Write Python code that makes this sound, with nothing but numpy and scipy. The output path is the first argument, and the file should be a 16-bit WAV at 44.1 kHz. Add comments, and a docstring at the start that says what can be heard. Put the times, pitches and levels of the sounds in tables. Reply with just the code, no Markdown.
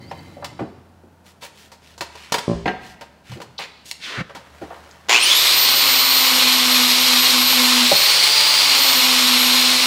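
"""A squeaking screw and steel clinks come first: a hatchet is clamped in a vise, the screw groans, the
handle drops. An angle grinder is lifted off the bench, its cord dragging, and starts with a jolt. Its
gears rattle and its motor whines; the speed sags whenever the wire brush bites into the blade.
One microphone in a small workshop: the grinder sounds close and nearly dry, the vise has more of the
room around it. A faint low hum and room noise lie behind."""
import sys
import numpy as np
from scipy import signal
from scipy.fft import rfft, irfft, next_fast_len
from scipy.io import wavfile
from scipy.ndimage import uniform_filter1d

SR = 44100
rng = np.random.default_rng(int(sys.argv[2]) if len(sys.argv) > 2 else 0)


def wrap_up_sound(samples):
    """Save the sound to the file named by the first command line argument, as 16-bit audio."""
    columns = np.atleast_2d(samples).T
    # keep every value between -1 and 1, then stretch to whole-number steps
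    tamed = np.clip(columns, -1, 1)
    steps = np.round(tamed * 32767).astype(np.int16)
    wavfile.write(sys.argv[1], SR, steps)


N = 434826
TIME = np.arange(N) / SR
SWITCH_ON_S = 5.085


# spectrum of the gear case: f/Hz, relative level/dB
CASE_SPECTRUM = [(47, -89), (80, -59), (107, -36), (139, -40.5), (177, -28.5), (287, -19.5), (663, -17),
                 (864, -15.5), (1640, -12.5), (2180, -6.5), (3700, -2.5), (4220, -6), (4820, -3.5),
                 (6140, -13), (15500, -23.5)]
# resonances of case and guard: f/Hz, width/Hz, level/dB
CASE_RESONANCES = [(1113, 290, -33), (2220, 170, -36), (4190, 150, -24.5), (5600, 190, -38),
                   (6700, 204, -41.5), (8330, 660, -38.5)]

def gear_rattle(turns, running, press, throb=0.074):
    """Loose teeth clatter in the case, hardest twice a turn and a little softer under load."""
    level = amp(-13 - 1.1 * press + 0.5 * drift(16)) * np.minimum(running / 0.64, 1) ** 4
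    force = 1 + throb * np.cos(4 * np.pi * turns) + throb / 2 * np.cos(2 * np.pi * turns)
    force *= amp(drift(1500) + 0.44 * drift(70))
    teeth = force * rng.standard_normal(N)
    mesh = force * wavering(32 * turns, 4, 900)
    modes = sum(amp(db) * ring(teeth, hz, width) for hz, width, db in CASE_RESONANCES)
    return level * (amp(-3) * coloured(teeth, CASE_SPECTRUM) + amp(-11) * mesh) + running * modes


# housing resonances that swell the passing whine: f/Hz, level/dB
HOUSING_RESPONSE = [(8100, -43), (8950, -18.5), (9700, -40), (10650, -44), (11600, -28), (12200, -35),
                    (13000, -30.5), (13650, -25.5), (14050, -29), (14400, -40), (15200, -36)]
# whine at the microphone as the grinder is turned about: t/s, gain/dB
WHINE_AT_MIC = [(7.5, 2), (7.9, -5), (8.5, 1), (9.55, 1), (9.78, -11)]
# low overtones, gear mesh and sidebands: multiple of the spindle speed; relative level/dB
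GEAR_ORDERS = [3, 4, 5, 6, 25, 29, 31, 32, 33]
GEAR_LEVELS = [-45.5, -37.5, -42.5, -42, -52, -40, -31.5, -30.5, -29]
# how strongly the case radiates a gear tone: f/Hz, gain/dB
CASE_RESPONSE = [(100, 13), (600, -6.5), (850, 4.5), (1200, 8), (3050, -15), (3400, 10), (3750, 4),
                 (3980, -15), (4260, 5), (4520, 4), (4850, 4.5), (5200, -6)]
# rotor tones: multiple of the motor speed; level/dB at top speed
ROTOR_ORDERS = [1, 11, 12, 13, 15, 18]
ROTOR_LEVELS = [-46, -47.5, -50, -45, -47, -51]

def motor(turns, speed, running, press, gear_ratio=32 / 9, slots=29, sway=0.1278):
    """The rotor slots whine, swayed once a spindle turn, over the tones of rotor and gears."""
    rotor_turns = turns * gear_ratio
    whine_db = lookup(HOUSING_RESPONSE, speed * gear_ratio * slots) + curve(WHINE_AT_MIC)
    whine = amp(whine_db + 1.8 * drift(13)) * wavering(rotor_turns * slots, 0.166, 50)
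    whine *= 1 + sway * np.sin(2 * np.pi * turns)
    unbalance = amp(-51) * wavering(turns, 0.19, 14)
    gears = sum(amp(db + lookup(CASE_RESPONSE, order * speed)) * wavering(order * turns, 0.57, 40)
                for order, db in zip(GEAR_ORDERS, GEAR_LEVELS))
    gears *= amp(-3 * press)  # the gears sing most freely without load
    bearings = sum(amp(db) * wavering(order * rotor_turns, 1.3, 160)
                   for order, db in zip(ROTOR_ORDERS, ROTOR_LEVELS))
    return whine * (running > 0) + running ** 2 * (unbalance + gears + bearings)


def spindle_speed(drag, free_speed=154.65, droop=67.7, torque=156.2, hop=22):
    """Turns/s of the spindle: a series motor pulls hardest when slow, not at all at its free speed."""
    steps = np.arange(round(SWITCH_ON_S * SR), N, hop)
    speeds = [0.]
    for braking in drag[steps[:-1]]:
        pull = torque * np.expm1((free_speed - speeds[-1]) / droop)
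        speeds.append(speeds[-1] + (pull - braking) * hop / SR)
    return np.interp(np.arange(N), steps, speeds, left=0)


# two passes over the blade, the first ending in a snag at the edge: t/s, braking/(turns/s^2)
BRUSH_PASSES = [(5.513, 0), (5.706, 54), (5.763, 32), (5.905, 97), (5.958, 53), (6.392, 99), (6.432, 84),
                (6.87, 93.5), (6.914, 75.6), (7.75, 90), (7.837, 194), (7.839, 0), (8.406, 0), (8.518, 35),
                (8.756, 88.3), (9.077, 98.8), (9.86, 66.7)]

def blade_drag(rock_s=6.898, rocks=3, rocks_per_s=3.984, swing=27):
    """The blade brakes the brush; for a short spell the hand rocks it to and fro."""
    strokes = np.clip((TIME - rock_s) * rocks_per_s, 0, rocks)
    return curve(BRUSH_PASSES) - swing * np.sin(2 * np.pi * strokes)


# gear clatter under the starting torque: f/Hz, relative level/dB
JOLT_SPECTRUM = [(88, -66), (150, -40.5), (350, -8.5), (624, -12), (701, -2.5), (1800, -7.5), (2400, 2),
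                 (5510, -10.5), (7080, -8.5), (8250, -23), (15000, -32)]

def starting_jolt(mains_hz=60, slack_s=0.0081, fade_db_per_s=262):
    """Each half wave of the mains slams the gears together, and they give a short rising squeal."""
    surge = unit(np.exp(0.55 * np.cos(4 * np.pi * mains_hz * (TIME - 5.0957))))
    clatter = coloured(surge * rng.standard_normal(N), JOLT_SPECTRUM)
    squeal_hz = 2700 + 16000 * np.clip(TIME - 5.165, -.03, .03)
    squeal = surge * wavering(np.cumsum(squeal_hz) / SR, 0.8, 400) * (TIME > 5.145)
    switch = amp(-25) * envelope(SWITCH_ON_S, 0.0016, slack_s, fade_db_per_s)
    slam = amp(-12) * envelope(SWITCH_ON_S + slack_s, .001, 0.066, fade_db_per_s)  # the teeth meet
    return np.maximum(switch, slam) * (clatter + 0.86 * squeal)


def run_up_growl(turns, speed):
    """While the motor gathers speed the teeth press hard and growl at the mesh pitch and its octave."""
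    acceleration = uniform_filter1d(np.gradient(speed) * SR, size=2000)
    pull = np.clip(acceleration / 200, 0, 1) * (TIME > 5.2)
    mesh, octave = wavering(32 * turns, 3, 350), wavering(64 * turns, 3, 900)
    return pull * (amp(-22) * mesh + amp(-28) * octave)


# bristles on steel: f/Hz, relative level/dB
BRISTLE_SPECTRUM = [(350, -40), (600, -11.5), (1040, 1), (1620, -6.5), (2180, -5), (3840, -5), (4190, -2),
                    (5660, -3), (6100, -13), (6660, -7), (12000, -17), (15600, -50), (22000, -120)]

def brush_scratch(turns, press, strikes_per_s=9000):
    """Single wires scratch across the steel, louder the harder the brush is pressed."""
    strikes = (rng.random(N) < strikes_per_s / SR) * rng.standard_normal(N)
    strikes *= (1 + 0.203 * np.cos(4 * np.pi * turns)) * amp(0.9 * drift(60))
    return amp(-21) * press ** 1.1 * coloured(strikes, BRISTLE_SPECTRUM)


def brush_rasp(press):
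    """Wires bent hard against the blade rasp in uneven patches of paint and rust."""
    wires = np.resize(noise_band(N / SR, centre_hz=3100, octaves=0.3), N)
    patches = unit(drift(35) + drift(7))
    return press ** 0.55 * amp(-27 + 2.5 * patches) * wires


def blade_boom(turns, press, blade_hz=247, width_hz=7.4):
    """The wires beat the blade twice a turn; it booms when the sagging speed meets its resonance."""
    beat = press ** 1.15 * wavering(2 * turns, 0.22, 50)
    pole, carrier = np.exp(-np.pi * width_hz / SR), np.exp(2j * np.pi * blade_hz * TIME)
    boom = 2 * (carrier * signal.lfilter([1 - pole], [1, -pole], beat / carrier)).real
    overtones = amp(-41) * wavering(4 * turns, .4, 30) + amp(-47) * wavering(6 * turns, .4, 30)
    return amp(-23.5) * boom + amp(-42) * beat + press ** 2 * overtones


# steel and tool contacts: t/s, relative level/dB, treble/dB, t60/s
STEEL_CONTACTS = [(0.113, -20.5, -12, 0.066), (0.445, -15.5, -2.5, 0.081), (1.425, -28, -1, 0.22),
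                  (1.718, -31.5, 1, 0.14), (1.979, -29, 4, 0.087), (2.009, -11, -3.5, 0.091),
                  (2.154, -24.5, -5, 0.052), (2.322, -4, 3, 0.055), (2.342, -5, -3, 0.084),
                  (2.383, -9.5, -3.5, .07), (3.011, -23.5, -7.5, .12), (3.318, -25.5, -4, .07),
                  (3.402, -24.5, -9, 0.076), (3.417, -23.5, -1.5, 0.081), (3.59, -20, -7, 0.2),
                  (3.913, -23, 14, 0.03), (4.35, -24, -6.5, 0.19)]
# struck steel: f/Hz, relative level/dB
STEEL_SPECTRUM = [(71, -48), (120, -11.5), (220, -5), (372, -10), (465, 2), (592, -5), (961, -6),
                  (1110, -8), (2200, -10.5), (4030, -11.5), (4370, -9.5), (7100, -18.5), (15000, -31)]

def clinks():
    """Hard contacts set off a dense burst of steel modes, dull or bright, and ring the vise body."""
    out, t = np.zeros(N), np.arange(SR // 3) / SR
    for s, db, treble_db, t60 in STEEL_CONTACTS:
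        tilt = [(300, -3 - 0.41 * treble_db), (900, 0), (2500, 0), (6000, treble_db + 1.5)]
        burst = shaped(rng.standard_normal(len(t)),
                       lambda hz: lookup(STEEL_SPECTRUM, hz) + lookup(tilt, hz))
        burst *= amp(-60 * t / t60) * np.minimum(t / 0.0012, 1)
        body = 0.36 * burst.std() * ring(burst, hz=950, width_hz=83)
        add(out, s - .001, amp(db - 9) * (burst + body))
    return out


# resonances of the vise stand: f/Hz, width/Hz, relative level/dB
STAND_RESONANCES = [(123, 25, -9), (177, 27, 0.5), (235, 17.4, 4), (322, 30, -5), (390, 12, 3),
                    (566, 11.67, -10), (1054, 100, -12)]

def screw_groan(slips_per_s=57):
    """The tightened screw slips in jerks that shake the stand."""
    level = envelope(start_s=2.47, rise_s=0.0084, hold_s=0.052, fade_db_per_s=440)
    groaning = level > .01
    slip_count = np.floor(np.cumsum(slips_per_s * groaning) / SR + 0.44)
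    slips = np.diff(slip_count, prepend=0) * (1 + 0.075 * drift(60))
    slips = signal.sosfilt(signal.butter(4, 800, fs=SR, output="sos"), slips)  # grease softens each slip
    stand = sum(amp(db) * ring(slips, hz, width) for hz, width, db in STAND_RESONANCES)
    return amp(-16.5) * level * stand / stand[groaning].std()


# blows of the handle: t/s, level/dB
HANDLE_HITS = [(2.656, -19.5), (2.677, -14)]
# its modes: f/Hz, relative level/dB, t60/s
HANDLE_MODES = [(193, -9, 0.14), (445, -10.5, 0.15), (745, -1, 0.14), (890, -10, 0.079), (1120, -21, .07),
                (1596, -6, 0.092), (1950, -9, 0.076), (2550, -21, 0.083), (3461, -19, 0.076),
                (4290, -13.5, 0.05), (4950, -22.5, .06), (6350, -28, .08)]

def handle_drop(chatter_t60=0.074):
    """The sliding handle falls against its stop, chatters and rings."""
    out, t = np.zeros(N), np.arange(SR // 2) / SR
    for s, db in HANDLE_HITS:
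        modes = sum(amp(level - 60 * t / t60) * np.sin(2 * np.pi * (hz * t + rng.random()))
                    for hz, level, t60 in HANDLE_MODES)
        chatter = noise_band(1, centre_hz=1900, octaves=0.52)[:len(t)] * amp(-60 * t / chatter_t60)
        add(out, s, amp(db) * (modes + 0.63 * chatter) * np.minimum(t / 0.0026, 1))
    return out


# knocks of vise stand, bench and brush guard: t/s, level/dB, f/Hz, spread/octaves, t60/s
KNOCKS = [(0.112, -24, 740, 0.29, 0.078), (0.366, -36.5, 600, 0.35, .22), (0.424, -27.5, 694, 0.56, 0.12),
          (0.591, -24, 575, 0.84, 0.13), (0.606, -19.5, 240, 0.79, .165), (1.034, -40.5, 293, 0.53, 0.13),
          (2.546, -26, 58, .19, 0.23), (2.656, -17.5, 343, 0.99, 0.22), (3.296, -33.5, 130, 0.44, 0.41),
          (3.358, -33, 260, 0.82, 0.23), (4.294, -33.5, 700, 0.96, .11), (4.614, -28, 300, 1.15, 0.23),
          (4.703, -32.5, 720, 0.68, 0.29), (7.914, -6.5, 603, 0.41, 0.067), (7.92, -23.5, 181, 0.38, 0.099)]

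def thuds(rise_s=0.0022):
    """Soft, heavy blows swell briefly and die."""
    out = np.zeros(N)
    for s, db, hz, octaves, t60 in KNOCKS:
        body = noise_band(.4, hz, octaves)
        t = np.arange(len(body)) / SR
        fall = amp(-60 * t / t60) * (1 - np.exp(-t / rise_s))
        add(out, s, amp(db) * unit(body * fall) * np.sqrt(np.mean(fall ** 2)))
    return out


def cord_drag(start_s=3.985, length_s=0.243, flop_s=0.054):
    """The cord hisses over the bench edge, rubs lower and louder as it runs out, and flops down."""
    hiss, rub = noise_band(length_s, 3000, 0.59), noise_band(length_s, 1600, .55)
    flop, bench = noise_band(length_s, 115, 0.7), noise_band(length_s, 450, .85)
    out, t = np.zeros(N), np.arange(len(hiss)) / SR
    progress, left_s = t / length_s, t[-1] - t
    swish = amp(-28 - 12 * progress) * np.minimum(t / 0.058, 1) ** 2 * hiss
    swish += progress ** 1.45 * (amp(-27) * rub + amp(-35) * bench)
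    swish += amp(-26) * np.clip((flop_s - left_s) / 0.0045, 0, 1) * flop
    add(out, start_s, swish * np.minimum(left_s / 0.019, 1))
    return out


# jaws, hands and grinder sliding: t/s, length/s, level/dB, f/Hz, spread/octaves
SLIDES = [(-0.1, 0.62, -55, 1200, 1.44), (1.236, .1, -53, 2000, 1.4), (1.406, .073, -40.5, 2200, 1.2),
          (1.531, .17, -50.5, 2500, 1.2), (1.8, .18, -53, 2500, 1), (2.1, 0.25, -46, 2170, .92),
          (2.789, 0.17, -49, 3060, 0.94), (3.233, .17, -47.5, 2020, 1), (3.579, 0.013, -26, 4030, .25),
          (3.584, 0.085, -34, 2460, 0.65), (3.844, 0.078, -41, 4300, 0.87),
          (3.912, 0.0033, -18, 3240, 0.76), (4.3, 0.92, -50, 870, 1.34), (4.911, 0.0037, -39, 4950, 0.39)]

def scrapes(grain_db=2.5):
    """Strokes of friction catch and slip."""
    out = np.zeros(N)
    for s, seconds, db, hz, octaves in SLIDES:
        stroke = noise_band(seconds, hz, octaves)
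        add(out, s, amp(db) * stroke * np.sin(np.linspace(0, np.pi, len(stroke))))
    return out * amp(grain_db * drift(400))


# thin rings of the turning screw: f/Hz, starting level/dB
SCREW_MODES = [(2078, -51), (3068, -63), (3962, -58), (4549, -59)]
# its squeaks: t/s, length/s, level/dB, start f/Hz, end f/Hz
SCREW_SQUEAKS = [(0.017, 0.05, -53, 4100, 4400), (0.063, 0.037, -49, 4350, 5000),
                 (0.095, .02, -51, 5350, 5220), (0.174, .035, -50, 4480, 4640),
                 (0.27, .08, -57, 4030, 4000)]

def screw_spin(stop_s=0.73, fade_db_per_s=14):
    """The screw is spun in: the thread rubs in fits and squeaks, and the stand rumbles."""
    friction = rng.standard_normal(N) * amp(4.7 * drift(26))
    rings = sum(amp(db) * ring(friction, hz, width_hz=41) for hz, db in SCREW_MODES)
    out = rings * amp(-fade_db_per_s * TIME) * np.clip((stop_s - TIME) / .2, 0, 1)
    rumble = noise_band(stop_s, centre_hz=150, octaves=1)
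    add(out, 0, amp(-44) * rumble * np.linspace(1, 0, len(rumble)) ** 0.2)
    roughness = unit(1 + 0.7 * drift(400))
    for s, seconds, db, start_hz, end_hz in SCREW_SQUEAKS:
        pitch = np.linspace(start_hz, end_hz, int(seconds * SR))
        squeak = np.hanning(len(pitch)) ** .5 * np.sin(2 * np.pi * np.cumsum(pitch) / SR)
        add(out, s, amp(db) * squeak * roughness[round(s * SR):][:len(pitch)])
    return out


# decay of the workshop: f/Hz, t60/s
ROOM_DECAY = [(100, 0.96), (400, 0.57), (1000, 0.99), (4000, 1), (8000, 0.86), (15000, 0.2)]

def workshop(x, early_db, tail_db, early_t60=0.11):
    """After the direct sound, quick echoes off bench and block walls reach the microphone, then a tail."""
    t = np.arange(SR) / SR
    taps = rng.choice([-1., 1.], SR) * (rng.random(SR) < 3000 / SR) * (t > .003)
    hz, frame_s, bands = signal.stft(taps, SR, nperseg=256)
    bands = bands * amp(-60 * frame_s / lookup(ROOM_DECAY, hz)[:, None])
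    tail = signal.istft(bands, SR, nperseg=256)[1][:SR]
    early = rng.standard_normal(SR) * (rng.random(SR) < 900 / SR) * (t > .002)
    early *= amp(-60 * t / early_t60)
    echoes = amp(early_db) * early / np.linalg.norm(early) + amp(tail_db) * tail / np.linalg.norm(tail)
    return x + signal.fftconvolve(x, echoes)[:N]


# background hum: t/s, f/Hz, level/dB
HUM_PATH = [(0, 89.4, -48), (1.2, 86, -55), (1.5, 82.4, -65), (2.0, 77, -55), (4.1, 70.7, -65.5),
            (4.6, 74.7, -54), (5.1, 79.4, -57.5), (5.8, 80, -81)]

def low_hum():
    """A faint hum sinks in pitch, partly recovers and fades."""
    return amp(curve(HUM_PATH, column=2)) * wavering(np.cumsum(curve(HUM_PATH)) / SR, 0.19, 16)


# the quiet workshop at the microphone: f/Hz, relative level/dB
ROOM_SPECTRUM = [(18, -41), (30, -15), (69, -9), (176, 1), (337, -7), (928, -8), (1140, -17), (1370, -12),
                 (2080, -21.5), (15000, -36)]

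def room_tone():
    """Steady, dull noise lies under everything."""
    return amp(-54) * coloured(rng.standard_normal(N), ROOM_SPECTRUM)


def amp(db):
    """Decibels to gain."""
    return 10 ** (np.asarray(db) / 20)


def unit(x):
    """Scales to rms 1."""
    return x / np.sqrt(np.mean(x ** 2) + 1e-20)


def curve(rows, column=1):
    """One column of a timed table at every sample."""
    rows = np.array(rows, float)
    return np.interp(TIME, rows[:, 0], rows[:, column])


def lookup(points, hz):
    """Interpolates a table over log frequency."""
    f, value = np.transpose(points)
    return np.interp(np.log(hz + 1), np.log(f + 1), value)


def shaped(x, db_at):
    """Filters x by a rule for dB over frequency; rms 1."""
    size = next_fast_len(len(x))
    gain = amp(db_at(np.fft.rfftfreq(size, 1 / SR)))
    return unit(irfft(rfft(x, size) * gain, size)[:len(x)])


def coloured(x, spectrum):
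    """Filters x by a spectrum table; rms 1."""
    return shaped(x, lambda hz: lookup(spectrum, hz))


def noise_band(seconds, centre_hz, octaves):
    """Noise in one rounded hump with straight skirts; small things radiate no deep bass."""
    def db_at(hz):
        hump_db = -12 * np.hypot(1, np.log2((hz + 1) / centre_hz) / octaves)
        return hump_db - 20 * np.log10(1 + (42 / (hz + 1)) ** 4)
    return shaped(rng.standard_normal(int(seconds * SR)), db_at)


def drift(per_s):
    """Smooth random wandering of rms 1."""
    points = rng.standard_normal(int(per_s * N / SR) + 4)
    fine = signal.resample(points, 8 * len(points))
    return unit(np.interp(np.linspace(0, len(fine) - 1, N), np.arange(len(fine)), fine))


def wavering(cycles, blur, per_s):
    """A tone of rms 1 whose strength and phase flutter."""
    angle = (2 * np.pi * ((cycles + rng.random()) % 1)).astype(np.float32)
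    return unit((1 + blur * drift(per_s)) * np.sin(angle) + blur * drift(per_s) * np.cos(angle))


def ring(x, hz, width_hz):
    """A single resonance; rms 1."""
    r = np.exp(-np.pi * width_hz / SR)
    return unit(signal.lfilter([1, 0, -1], [1, -2 * r * np.cos(2 * np.pi * hz / SR), r * r], x))


def envelope(start_s, rise_s, hold_s, fade_db_per_s):
    """Linear attack, hold, steady fade."""
    t = TIME - start_s
    return np.clip(t / rise_s, 0, 1) * amp(-fade_db_per_s * np.clip(t - hold_s, 0, 1))


def add(mix, s, sound):
    """Lays a sound into the mix at time s."""
    start = round(s * SR)
    sound = sound[max(-start, 0):]
    part = mix[max(start, 0):][:len(sound)]
    part += sound[:len(part)]


def scene(firm_drag=90):
    """Vise work and grinder at one microphone, the same on both channels."""
    drag = blade_drag()
    speed = spindle_speed(drag)
    turns, running = np.cumsum(speed) / SR, speed / speed.max()
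    press = np.clip(uniform_filter1d(drag, size=3500) / firm_drag, 1e-6, 1.3)  # springy wires soften it
    vise_work = clinks() + thuds() + scrapes() + screw_spin() + screw_groan() + handle_drop()
    handling = workshop(vise_work, early_db=-6.5, tail_db=-10)
    handling += workshop(cord_drag(), early_db=-13, tail_db=-17.5)
    clatter = gear_rattle(turns, running, press) + starting_jolt()
    clatter += run_up_growl(turns, speed) + brush_rasp(press)
    low_cut = signal.butter(3, 170, "high", fs=SR, output="sos")  # a small case radiates no bass
    grinder = workshop(signal.sosfilt(low_cut, clatter), early_db=-14, tail_db=-20)
    grinder += motor(turns, speed, running, press) + brush_scratch(turns, press)
    grinder += blade_boom(turns, press)
    mono = handling + grinder + low_hum() + room_tone()
    return np.array([mono, mono])


def record(dry, edge_hz=15800):
    """Behind the microphone, peaks clip at full scale and the top treble is cut."""
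    low_pass = signal.firwin(701, edge_hz, window=("kaiser", 9), fs=SR)
    return signal.oaconvolve(np.clip(dry, -1, 1), low_pass[None], "same")


dry = scene()
out = record(dry)
wrap_up_sound(out)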